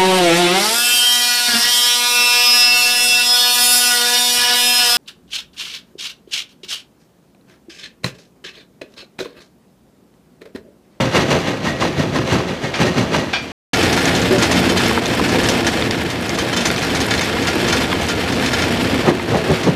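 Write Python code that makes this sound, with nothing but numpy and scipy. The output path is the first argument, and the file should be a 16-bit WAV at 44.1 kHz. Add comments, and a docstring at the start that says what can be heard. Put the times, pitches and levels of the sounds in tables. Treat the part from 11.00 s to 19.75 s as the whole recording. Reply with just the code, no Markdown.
"""A rock crushing plant outdoors, one microphone close to the steel; two scenes, a short silence between.
At the jaw crusher, six bites a second: bursts of cracks ring its chamber, and stones clang on a plate.
At the feeder, rock rumbles through a steel trough over the hum of the drive: gravel ticks, stones snap
and strike the bars, blocks knock hollowly, until the jaw catches large pieces again."""
import sys
import numpy as np
from scipy import signal
from scipy.fft import rfft, irfft, next_fast_len
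from scipy.io import wavfile
from scipy.ndimage import uniform_filter1d

SR = 44100
rng = np.random.default_rng(int(sys.argv[2]) if len(sys.argv) > 2 else 0)


def generate_wav(signal):
    """Clip the signal to [-1, 1] and save it as 16-bit WAV at the path in sys.argv[1]."""
    frames = np.transpose(np.atleast_2d(signal))
    scaled = np.clip(frames, -1, 1) * 32767
    pcm = np.round(scaled).astype(np.int16)
    wavfile.write(sys.argv[1], SR, pcm)


N = 385875
T = np.arange(N) / SR
JAW_END_S, FEED_START_S = 2.519, 2.7325  # the first scene ends, the second begins


def amp(db):
    """Decibels to gain."""
    return 10 ** (np.asarray(db) / 20)


def unit(x):
    """Scale to rms 1."""
    return x / np.sqrt(np.mean(x ** 2) + 1e-18)


def colour(x, points):
    """Filter by a spectrum of (frequency [Hz], level [dB]) points; causal, so that hits stay sharp."""
    size = next_fast_len(2 * len(x), True) // 2 * 2
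    hz, db = np.transpose(points)
    log_hz = np.log(np.arange(size // 2 + 1) * SR / size + 1)
    outside = np.maximum(np.log(hz[0]) - log_hz, 0) + np.maximum(log_hz - np.log(hz[-1]), 0)
    gain = amp(np.interp(log_hz, np.log(hz), db) - 20 * outside)
    cepstrum = irfft(np.log(gain))
    cepstrum[1:size // 2] *= 2  # fold to minimum phase
    cepstrum[size // 2 + 1:] = 0
    return irfft(rfft(x, size) * np.exp(rfft(cepstrum)))[:len(x)]


def walk(rate):
    """Random levels held 1 / rate s and smoothed twice; rms 1."""
    hold = max(int(SR / rate), 1)
    steps = np.repeat(rng.standard_normal(N // hold + 1), hold)
    return unit(uniform_filter1d(uniform_filter1d(steps, hold), hold)[:N])


def impacts(rate, spread_db):
    """Random contacts; a few are much louder, or softer if the spread is negative."""
    hit = rng.random(N) < rate / SR
    return hit * rng.choice([-1, 1], N) * amp(spread_db * np.minimum(rng.exponential(size=N), 4))


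def taps(times, dbs):
    """One clean blow at each moment, boosted to make up for the ring spreading it over time."""
    out = np.zeros(N)
    out[(times * SR).astype(int)] = amp(dbs + 28)
    return out


def ring(x, modes):
    """Drive the damped modes of a steel part; each mode's level is its share of the energy."""
    t = T[:SR // 2]
    response = sum(amp(db) / np.sqrt(t60) * np.sin(2 * np.pi * hz * t) * 1000 ** (-t / t60)
                   for hz, db, t60 in modes)
    return signal.fftconvolve(x, response / np.sqrt(np.sum(response ** 2)))[:N]


def dense_ring(ring_s):
    """Countless modes or reflections at once: decaying noise of energy 1."""
    t = T[:SR // 6]
    cloud = rng.standard_normal(len(t)) * np.exp(-t / ring_s)
    return cloud / np.sqrt(np.sum(cloud ** 2))


def rattle(rate, spread_db, ring_s, snap, places=6):
    """Contacts at several places; each answers with a snap and its own short, dense ring."""
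    out = 0
    for _ in range(places):
        response = dense_ring(ring_s)
        response[0] += snap
        out = out + signal.oaconvolve(impacts(rate / places, spread_db), response)[:N]
    return out


def scatter(x, wet_db, ring_s):
    """The nearby steel frame throws a short cloud of reflections back to the microphone."""
    return x + amp(wet_db) * signal.oaconvolve(x, dense_ring(ring_s))[:N]


def bursts(times, dbs, rise_s, fall_s):
    """Envelope of overlapping bursts that build up to a moment and die away; their powers add."""
    power = np.zeros(N)
    for s, db, rise, fall in np.broadcast(times, dbs, rise_s, fall_s):
        near = slice(max(int(s * SR) - SR // 5, 0), int(s * SR) + SR // 2)
        t = T[near] - s
        power[near] += (amp(db) * np.exp(np.minimum(t, 0) / rise - np.maximum(t, 0) / fall)) ** 2
    return np.sqrt(power)


def bright_grain(hz, fall_s, length):
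    """A burst of noise about an octave wide that dies away."""
    band = signal.butter(2, [min(hz * .7, 12000), min(hz * 1.5, 19000)], "band", fs=SR, output="sos")
    return unit(signal.sosfilt(band, rng.standard_normal(length))) * np.exp(-T[:length] / fall_s)


# harmonics of the drive, behind everything else: (frequency [Hz], level [dB])
DRIVE_HARMONICS = [(90, -47.5), (179.5, -43), (269.5, -41)]


def drive():
    """The drive hums on harmonics that waver with the load; it is barely heard in the first scene."""
    warped_time = np.cumsum(1 + 0.00828 * walk(rate=9)) / SR
    hum = sum(amp(db + 3.9 * walk(rate=5.6)) * np.sqrt(2) * np.sin(2 * np.pi * hz * warped_time)
              for hz, db in DRIVE_HARMONICS)
    return hum * np.where(T > JAW_END_S, 1, amp(-30))


# flow of rock through the feeder, as heard at the microphone: (time [s], level [dB])
ROCK_FLOW = [(2.75, -16), (3.3, -17.5), (3.85, -17.5), (4.03, -20), (4.39, -16.5), (4.82, -19.5),
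             (5.15, -22.5), (5.55, -20), (6.07, -19.5), (6.42, -19.5), (6.65, -17.5), (6.95, -20.5),
             (7.45, -19.5), (7.96, -19), (8.2, -24.5), (8.55, -21), (8.75, -24.5)]


def flow_db(t):
    """Level of the flow of rock at the times t."""
    return np.interp(t, *np.transpose(ROCK_FLOW))


def feed_events(per_s, traits=1):
    """Random moments while the feeder runs, then their random traits between 0 and 1."""
    span_s = T[-1] - FEED_START_S
    when, *draws = rng.uniform(0, 1, (int(per_s * span_s), 1 + traits)).T
    return FEED_START_S + when * span_s, *draws


# loose rock behind the bites of the first scene: (rumble [dB], clatter [dB], grit [dB])
TRICKLE_LEVELS = (-30.5, -36.5, -52)
# spectra of heavy rock, pebbles and grit on the move: (frequency [Hz], level [dB])
RUMBLE_SPECTRUM = [(22, -18), (38, -53), (52, -11.5), (75, -0.5), (120, 0.5), (200, -1), (330, 1),
                   (480, -2), (650, -5), (850, -9.5), (1100, -13.5), (1500, -49.5)]
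CLATTER_SPECTRUM = [(350, -17), (700, -0.5), (900, -2), (1150, -5.5), (1700, 0), (2800, -3), (4200, -9),
                    (6000, -11), (9000, -28.5)]
GRIT_SPECTRUM = [(2200, -35), (4000, -2.5), (5200, 10), (5900, 3), (7500, -3), (10000, -11), (13000, -16.5),
                 (15500, -30)]
# modes of the feeder's trough and its grizzly bars: (frequency [Hz], level [dB], t60 [s])
TROUGH_MODES = [(123.6, -4.5, 0.4), (181.4, 1, 0.27), (237.2, 0.5, 0.47), (269, 0, 0.47), (378, -8, 0.17),
                (464.6, -1, 0.1)]
BAR_MODES = [(1404, 7.5, 0.2), (1697, 5.5, 0.064), (1808, 0, 0.1), (2250, 4.5, 0.14), (2510, -1.5, .08),
             (3105, 5, .06), (3556, 4, 0.077), (4170, 3, 0.061), (4760, -2, 0.067), (5350, 0.5, 0.1),
             (5730, -14, 0.18), (6620, -7, .08), (7300, -21, .08)]


def feeder():
    """Heavy rock rumbles and rings the trough; pebbles clatter, crackle and ring the bars."""
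    flow = flow_db(T)
    flowing = [flow, flow - 3.5, 1.333 * flow - 4]  # grit grows fastest: a fuller flow is brighter
    trickling = np.array(TRICKLE_LEVELS)[:, None]
    rumble_db, clatter_db, grit_db = np.where(T < FEED_START_S, trickling, flowing)
    surge = walk(rate=22)  # the rock moves in small slides
    heavy = rattle(rate=600, spread_db=1.5, ring_s=0.017, snap=0.62)
    pebbles = rattle(rate=420, spread_db=1.5, ring_s=0.015, snap=0.49, places=10)
    rumble = unit(colour(heavy, RUMBLE_SPECTRUM)) * amp(rumble_db - 1.65 + 0.087 * surge)
    clatter = unit(colour(pebbles, CLATTER_SPECTRUM)) * amp(clatter_db + 0.4 * surge)
    grit = unit(colour(pebbles, GRIT_SPECTRUM)) * amp(grit_db + 0.4 * surge)
    trough = unit(ring(impacts(rate=500, spread_db=-2.5), TROUGH_MODES)) * amp(rumble_db - 5.5)
    bars = unit(ring(impacts(rate=140, spread_db=4.5), BAR_MODES)) * amp(clatter_db - 14)
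    return rumble + clatter + grit + trough + bars


# grains that stand out from the flow: (time [s], level [dB])
GRAVEL_TICKS = [(3.593, -21), (3.602, -22), (3.82, -22), (3.882, -22), (4.078, -25), (4.797, -30),
                (4.86, -31), (4.879, -34), (5.036, -30), (5.672, -23), (5.714, -25), (5.848, -28),
                (5.973, -24), (6.017, -21), (6.064, -23), (6.08, -31), (6.803, -32), (6.937, -31),
                (7.067, -25)]
# spectrum of a tick, weak in the highest treble: (frequency [Hz], level [dB])
TICK_SPECTRUM = [(4000, 0), (10000, 0.5), (12500, 0), (15000, -16)]


def gravel():
    """Single grains trickle down the steel, each with a tiny tick of its own pitch."""
    times, softness = feed_events(per_s=34)
    random_ticks = np.column_stack([times, flow_db(times) - 7.5 - 13 * softness])
    out, length = np.zeros(N + SR), SR // 50
    for s, db in np.vstack([GRAVEL_TICKS, random_ticks]):
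        hz = 8000 * 2 ** rng.uniform(-.5, .5)
        out[int(s * SR):][:length] += amp(db) * bright_grain(hz, fall_s=0.0021, length=length)
    return scatter(colour(out[:N], TICK_SPECTRUM), wet_db=-5.0, ring_s=0.0054) * amp(-1.0)


# splinters that chink clearly in the crusher: (time [s], level [dB])
SPLINTER_CHINKS = [(0.413, -53), (1.339, -38), (1.8672, -45), (2.425, -50)]
# high modes of the thin steel they hit: (frequency [Hz], level [dB], t60 [s])
THIN_STEEL_MODES = [(7550, 1, .12), (9600, -9, .12), (10500, 1.5, 0.23), (11400, -5, 0.13),
                    (12000, -8, .22), (14450, -14, .15)]


def chinks():
    """Now and then a splinter flies off and chinks on thin steel, each time at another spot."""
    out = 0
    for s, db in SPLINTER_CHINKS:
        spot = [(hz, level + 4 * rng.uniform(-1, 1), t60) for hz, level, t60 in THIN_STEEL_MODES]
        out = out + ring(taps(np.array([s]), np.array([db])), spot)
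    return out


# rock on rock, big lumps lower and longer: (time [s], level [dB], pitch [Hz], fall [s])
ROCK_SNAPS = [(0.158, -14, 1900, 0.0021), (0.672, -12, 1510, .003), (0.824, -4, 1390, 0.0031),
              (1.163, -10, 1050, .003), (1.317, -16, 1500, 0.0022), (2.146, -6, 1700, .002),
              (2.975, -6.5, 2030, 0.0033), (3.056, -4, 4500, 0.00089), (3.912, -8, 1110, 0.0042),
              (3.975, -2.5, 1170, 0.005), (4.058, -5.5, 4760, 0.0012), (4.066, -4, 3830, 0.0011),
              (4.195, -8, 846, 0.011), (4.4875, -4, 2490, 0.001), (4.8232, -1.5, 2700, .001),
              (4.866, -20, 4400, .0007), (4.9098, 0, 3750, 0.0012), (4.9442, -8, 2750, 0.0017),
              (4.997, -12, 2050, 0.0022), (5.2935, -5, 4300, 0.0011), (5.703, -2, 2600, 0.0012),
              (5.714, -7, 3800, .0008), (5.762, -7, 3530, 0.00082), (5.951, -9, 2720, .001),
              (6.139, 0, 3260, 0.0011), (6.194, -2, 3830, 0.00084), (6.3337, -7.5, 2800, .001),
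              (6.368, -12, 2050, 0.0023), (6.917, -8, 2350, 0.0045), (6.928, -6, 2150, 0.004),
              (8.196, -11, 1790, .004), (8.2192, -16, 3230, .0015)]
# uneven modes of a lump: (frequency [times its pitch], amplitude [signed share])
LUMP_MODES = [(.5, 0.4), (.72, -0.5), (1, 0.4), (1.2, -.5), (1.44, 0.55), (1.75, 0)]


def snaps():
    """Stone on stone: a toneless crack and a few cycles on modes that differ from lump to lump."""
    times, softness, pitch = feed_events(per_s=5.1, traits=2)  # small chips crack in the flow
    chip_db = flow_db(times) - 3 - 21 * softness
    chip_hz = 4000 * 2 ** (2 * pitch - 1)
    chips = np.column_stack([times, chip_db, chip_hz, np.full(len(times), 0.0013)])
    out, t = np.zeros(N + SR), T[:SR // 25]
    multiples, shares = np.transpose(LUMP_MODES)
    for s, db, hz, fall in np.vstack([ROCK_SNAPS, chips]):
        ratios = (multiples * (1 + .06 * rng.uniform(-1, 1, len(multiples))))[:, None]
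        body = shares @ (np.sin(2 * np.pi * ratios * hz * t) * np.exp(-t * ratios / fall))
        crack = bright_grain(hz, fall_s=0.001, length=len(t))
        out[int(s * SR):][:len(t)] += amp(db - 6.0) * (body + amp(-3.5) * crack)
    return scatter(out[:N], wet_db=-3.5, ring_s=0.0035)


# hollow knocks, some low and long after a bite of the jaw: (time [s], level [dB], pitch [Hz])
HOLLOW_KNOCKS = [(0.306, -11, 383), (0.85, -12, 339), (2.74, -8, 234), (3.308, -4.5, 378),
                 (3.331, -10.5, 575), (3.379, -4, 183), (3.719, -10, 337), (4.21, -9, 298), (4.33, -7, 508),
                 (4.359, -5, 362), (4.486, -10, 535), (7.729, -8.5, 179), (7.932, -4.5, 245.5),
                 (8.08, -2, 390), (8.346, -5, 438), (8.5, -14, 477), (8.681, -3.5, 186)]


def hollow_knocks(t60_s=0.28):
    """Each knock rings hollowly on uneven modes of its own, then twice more, weaker, in quick repeats."""
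    out, t = np.zeros(N + SR), T[:SR // 5]
    for s, db, hz in HOLLOW_KNOCKS:
        ratios = np.append(1, rng.uniform(.65, 1.9, 4))[:, None]
        shares = np.append(1, rng.uniform(.25, .6, 4))
        tone = shares @ (np.sin(2 * np.pi * hz * ratios * t) * 1000 ** (-t * ratios / t60_s))
        lags_s = np.cumsum(np.append(0, rng.uniform(.004, .014, 2)))
        for bounce, lag in enumerate(lags_s):
            out[int((s + lag) * SR):][:len(t)] += amp(db - 2.9 * bounce) * tone
    return amp(-12.5) * out[:N]


# stones on a free plate by the crusher: (time [s], clash [dB], ring [dB])
PLATE_HITS = [(1.738, -20.5, -22), (2.331, -17, -13)]
# spectrum of the plate's dense clash: (frequency [Hz], level [dB])
CLASH_SPECTRUM = [(500, -5), (900, -1.5), (1700, -4), (2450, -3.5), (2900, -5.5), (3400, -9), (4200, -12),
                  (5600, -15.5), (7000, -23.5), (14000, -46)]
# modes of the plate: (frequency [Hz], level [dB], t60 [s])
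PLATE_MODES = [(1600, -5, .19), (2210, -9, .22), (2380, 2, 0.34), (2520, -2, 0.31), (2980, -7, .2),
               (3200, -8.5, .2), (3330, -3, 0.23), (3580, -6.5, .2), (4300, -9, 0.21), (4640, -5.5, 0.32),
               (4920, -12.5, .2), (5570, -9, 0.27)]


def clang():
    """A stone hits a free plate; a few modes ring on out of the dense clash."""
    s, clash_db, ring_db = np.transpose(PLATE_HITS)
    contacts = rattle(rate=2400, spread_db=-2.5, ring_s=0.006, snap=0.37)
    envelope = bursts(s + 0.002, clash_db, rise_s=0.0024, fall_s=0.044)
    clash = unit(colour(contacts, CLASH_SPECTRUM)) * envelope
    soft_blows = uniform_filter1d(taps(s + 0.005, ring_db), size=4)
    return ring(soft_blows, PLATE_MODES) + clash


# the stones loudest at the microphone: (time [s], knock [dB], ring [dB])
STONE_HITS = [(0.3052, -8, -20), (0.647, -18, -23), (0.668, -20, -5), (0.8067, -14, -23), (1.637, -20, -7),
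              (1.755, -14, -8.5), (1.866, -12, -12.5), (2.7342, -5.5, -4), (2.829, -6, -22),
              (2.9272, -6, -13), (2.9748, -9.5, -6), (3.055, -11, -14), (3.1498, -5, -7), (3.3833, -6, -7),
              (3.424, -0.5, -9), (3.5126, -1.5, -17), (3.569, -10, -4), (3.6926, -10, -0.5),
              (3.774, -6.5, -10), (3.8585, -8.5, -4), (4.4395, -9, -13), (4.4868, -2, -11),
              (4.6666, -4.5, -6), (5.347, -14, -20), (5.3867, -7.5, -9), (5.528, -10, -7),
              (5.565, -5.5, -2), (5.607, -8.5, -10), (5.654, -1, -8), (5.778, -11, -13), (5.826, -9, -7),
              (5.949, -8.5, -11), (6.004, -8, -13), (6.108, -7.5, -0.5), (6.177, -16, -6), (6.2094, -6, -6),
              (6.4712, -6, -4.5), (6.6837, -8, -8), (6.7242, -5, -1.5), (6.763, -13, -7), (6.817, -12, -7),
              (7.0863, -7.5, -7), (7.3218, -10.5, -17), (7.426, -26, -10), (7.4594, -8.5, -3.5),
              (7.5308, -9, -2.5), (7.5857, -12, -9), (7.6188, -9, -5.5), (8.6328, -10.5, -18)]
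# spectrum of their chips: (frequency [Hz], level [dB])
CHIP_SPECTRUM = [(2200, -31.5), (3600, 4), (4900, 4.5), (6200, 3.5), (7500, -5), (9500, -8), (11500, -21),
                 (15000, -32)]
# modes of the crusher's liner and the feeder's wear plates: (frequency [Hz], level [dB], t60 [s])
LINER_MODES = [(1865, 6.5, 0.2), (1920, 2.5, 0.73), (2170, -2.5, .15), (2800, -1, .18), (6000, -14, .15)]
WEAR_PLATE_MODES = [(3586, 7, 0.03), (3970, 3, .05), (5353, 1.5, 0.024), (5660, -2, .04),
                    (6200, -0.5, 0.062), (6380, -1.5, 0.037), (6680, -4, .05), (7300, -6, .05),
                    (8150, -6.5, .06), (8820, -15, .05), (9450, -12, .05)]


def stones():
    """A stone lands hard and rings the crusher's liner, or the feeder's bars and wear plates."""
    times, size = feed_events(per_s=1.5)  # lesser stones fall with the flow
    lesser_db = flow_db(times) + 0.5 * (2 * size - 1)
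    lesser_hits = np.column_stack([times, lesser_db + 8, lesser_db - 3])
    s, knock_db, ring_db = np.vstack([STONE_HITS, lesser_hits]).T
    at_feeder = T > JAW_END_S
    settling = bursts(s, knock_db, rise_s=0.00045, fall_s=0.025)
    contacts = rattle(rate=4000, spread_db=3.0, ring_s=0.00215, snap=0.96)
    knock = unit(colour(contacts, CLATTER_SPECTRUM)) * settling
    chatter = unit(rattle(rate=4000, spread_db=4.0, ring_s=0.0015, snap=1.0))
    chips = unit(colour(chatter, CHIP_SPECTRUM)) * settling
    plate_chatter = chatter * bursts(s, knock_db, rise_s=0.0005, fall_s=0.011)
    plates = ring(plate_chatter * at_feeder, WEAR_PLATE_MODES)
    blows = unit(impacts(rate=5000, spread_db=0.0)) * bursts(s, ring_db, rise_s=0.00065, fall_s=0.015)
    clinks = ring(blows * ~at_feeder, LINER_MODES) + ring(blows * at_feeder, BAR_MODES)
    return amp(-14.0) * knock + amp(-18.5) * chips + amp(-15.5) * plates + amp(-12.5) * clinks


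# bites of the jaw, in the foreground: (time [s], force [dB], thud [dB])
JAW_BITES = [(0.007, -8.5, -14.5), (0.157, -3.5, -14), (0.318, -5.5, -13.5), (0.477, -11.5, -19.5),
             (0.659, -10, -18), (0.822, -9, -16), (0.992, -10, -13.5), (1.159, -10, -14), (1.279, -15, -27),
             (1.324, -7, -15), (1.493, -16, -21), (1.644, -14.5, -23), (1.811, -5, -13.5), (1.981, -9, -15),
             (2.144, -6.5, -15), (8.087, -1.5, -10.5), (8.322, -11.5, -11), (8.355, -5.5, -12.5),
             (8.507, -6.5, -6.5), (8.68, -6, -8)]
# how rock breaks, levels relative to the force: (fall [s], splinters [dB], liner [dB], chamber [dB])
SMALL_ROCK_BREAK = (0.0828, -13.5, -13.5, -16)
LARGE_ROCK_BREAK = (0.02, -21, -35, -13.5)
# spectra of a bite's thud (small rock), boom (large), crunch, splinters: (frequency [Hz], level [dB])
THUD_SPECTRUM = [(25, -36), (50, -16), (75, -3.5), (140, 3.5), (220, -1), (330, -3.5), (600, -37.5)]
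BOOM_SPECTRUM = [(25, -50), (50, -27), (80, -2), (150, 7), (220, -0.5), (400, -2), (560, -7), (900, -25)]
CRUNCH_SPECTRUM = [(130, -4.5), (300, 1), (520, 4.5), (800, -2), (1300, -5), (2000, -10.5), (3200, -63),
                   (6000, -59)]
SPLINTER_SPECTRUM = [(900, -7.5), (2000, 3.5), (3000, 2.5), (4800, -4.5), (6300, -5.5), (7300, -14.5),
                     (11000, -21.5), (15000, -33.5)]
# modes of the crusher's chamber: (frequency [Hz], level [dB], t60 [s])
CHAMBER_MODES = [(132.6, 1.5, 0.18), (178, -22.5, 0.52), (225, 9.5, 0.28), (314, -6.5, 0.25),
                 (366.7, 18, 0.56), (527, 15, 0.31), (655, 13, 0.37)]


def jaw(rise_s=0.021):
    """Each bite thuds in the frame, crunches rock, throws splinters and rings the chamber and liner."""
    s, force_db, thud_db = np.transpose(JAW_BITES)
    # the large rock of the second scene breaks shorter and duller, with a hollow boom
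    breaks = np.where(s[:, None] < FEED_START_S, SMALL_ROCK_BREAK, LARGE_ROCK_BREAK)
    fall_s, splinter_db, liner_db, chamber_db = breaks.T
    cracks = rattle(rate=1400, spread_db=1.5, ring_s=0.0053, snap=0.78)
    blows = unit(impacts(rate=1500, spread_db=3.0))
    shocks = rattle(rate=1100, spread_db=-3.0, ring_s=0.0021, snap=0.59)
    shards = rattle(rate=1600, spread_db=1.0, ring_s=0.004, snap=0.5)
    boom = unit(colour(shocks, BOOM_SPECTRUM))
    frame = np.where(T < FEED_START_S, unit(colour(shocks, THUD_SPECTRUM)), boom)
    thud = frame * bursts(s, thud_db, rise_s=0.019, fall_s=1.32 * fall_s)
    crunch = unit(colour(cracks, CRUNCH_SPECTRUM)) * bursts(s, force_db, rise_s, fall_s)
    thrown = bursts(s, force_db + splinter_db, rise_s=0.022, fall_s=0.86 * fall_s)
    spill = amp(-40) * (T < JAW_END_S)  # splinters keep sliding between bites of small rock
    splinters = unit(colour(shards, SPLINTER_SPECTRUM)) * np.hypot(thrown, spill)
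    chamber = ring(blows * bursts(s, force_db + chamber_db, rise_s, fall_s), CHAMBER_MODES)
    liner = ring(blows * bursts(s, force_db + liner_db, rise_s, 0.29 * fall_s), LINER_MODES)
    return amp(-2.0) * thud + amp(-9.0) * crunch + amp(0.5) * splinters + chamber + amp(-5.5) * liner


def scene():
    """All parts of the plant at one microphone."""
    hits = jaw() + chinks() + stones() + gravel() + snaps() + hollow_knocks() + clang()
    return (hits + feeder() + drive())[None]


def record(dry, low_hz=43.4, top_hz=15200):
    """The microphone drops the lowest bass; peaks are rounded, silence parts the scenes, the top is cut."""
    low_cut = signal.butter(2, low_hz, "high", fs=SR, output="sos")
    top_cut = signal.ellip(10, .2, 80, top_hz, fs=SR, output="sos")
    heard = signal.sosfilt(low_cut, dry)
    rounded = heard / (1 + np.abs(heard / .95) ** 6) ** (1 / 6)
    gate = uniform_filter1d(((T < JAW_END_S) | (T > FEED_START_S)) * 1., size=64)
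    return signal.sosfilt(top_cut, rounded * gate)


dry = scene()
out = record(dry)
generate_wav(out)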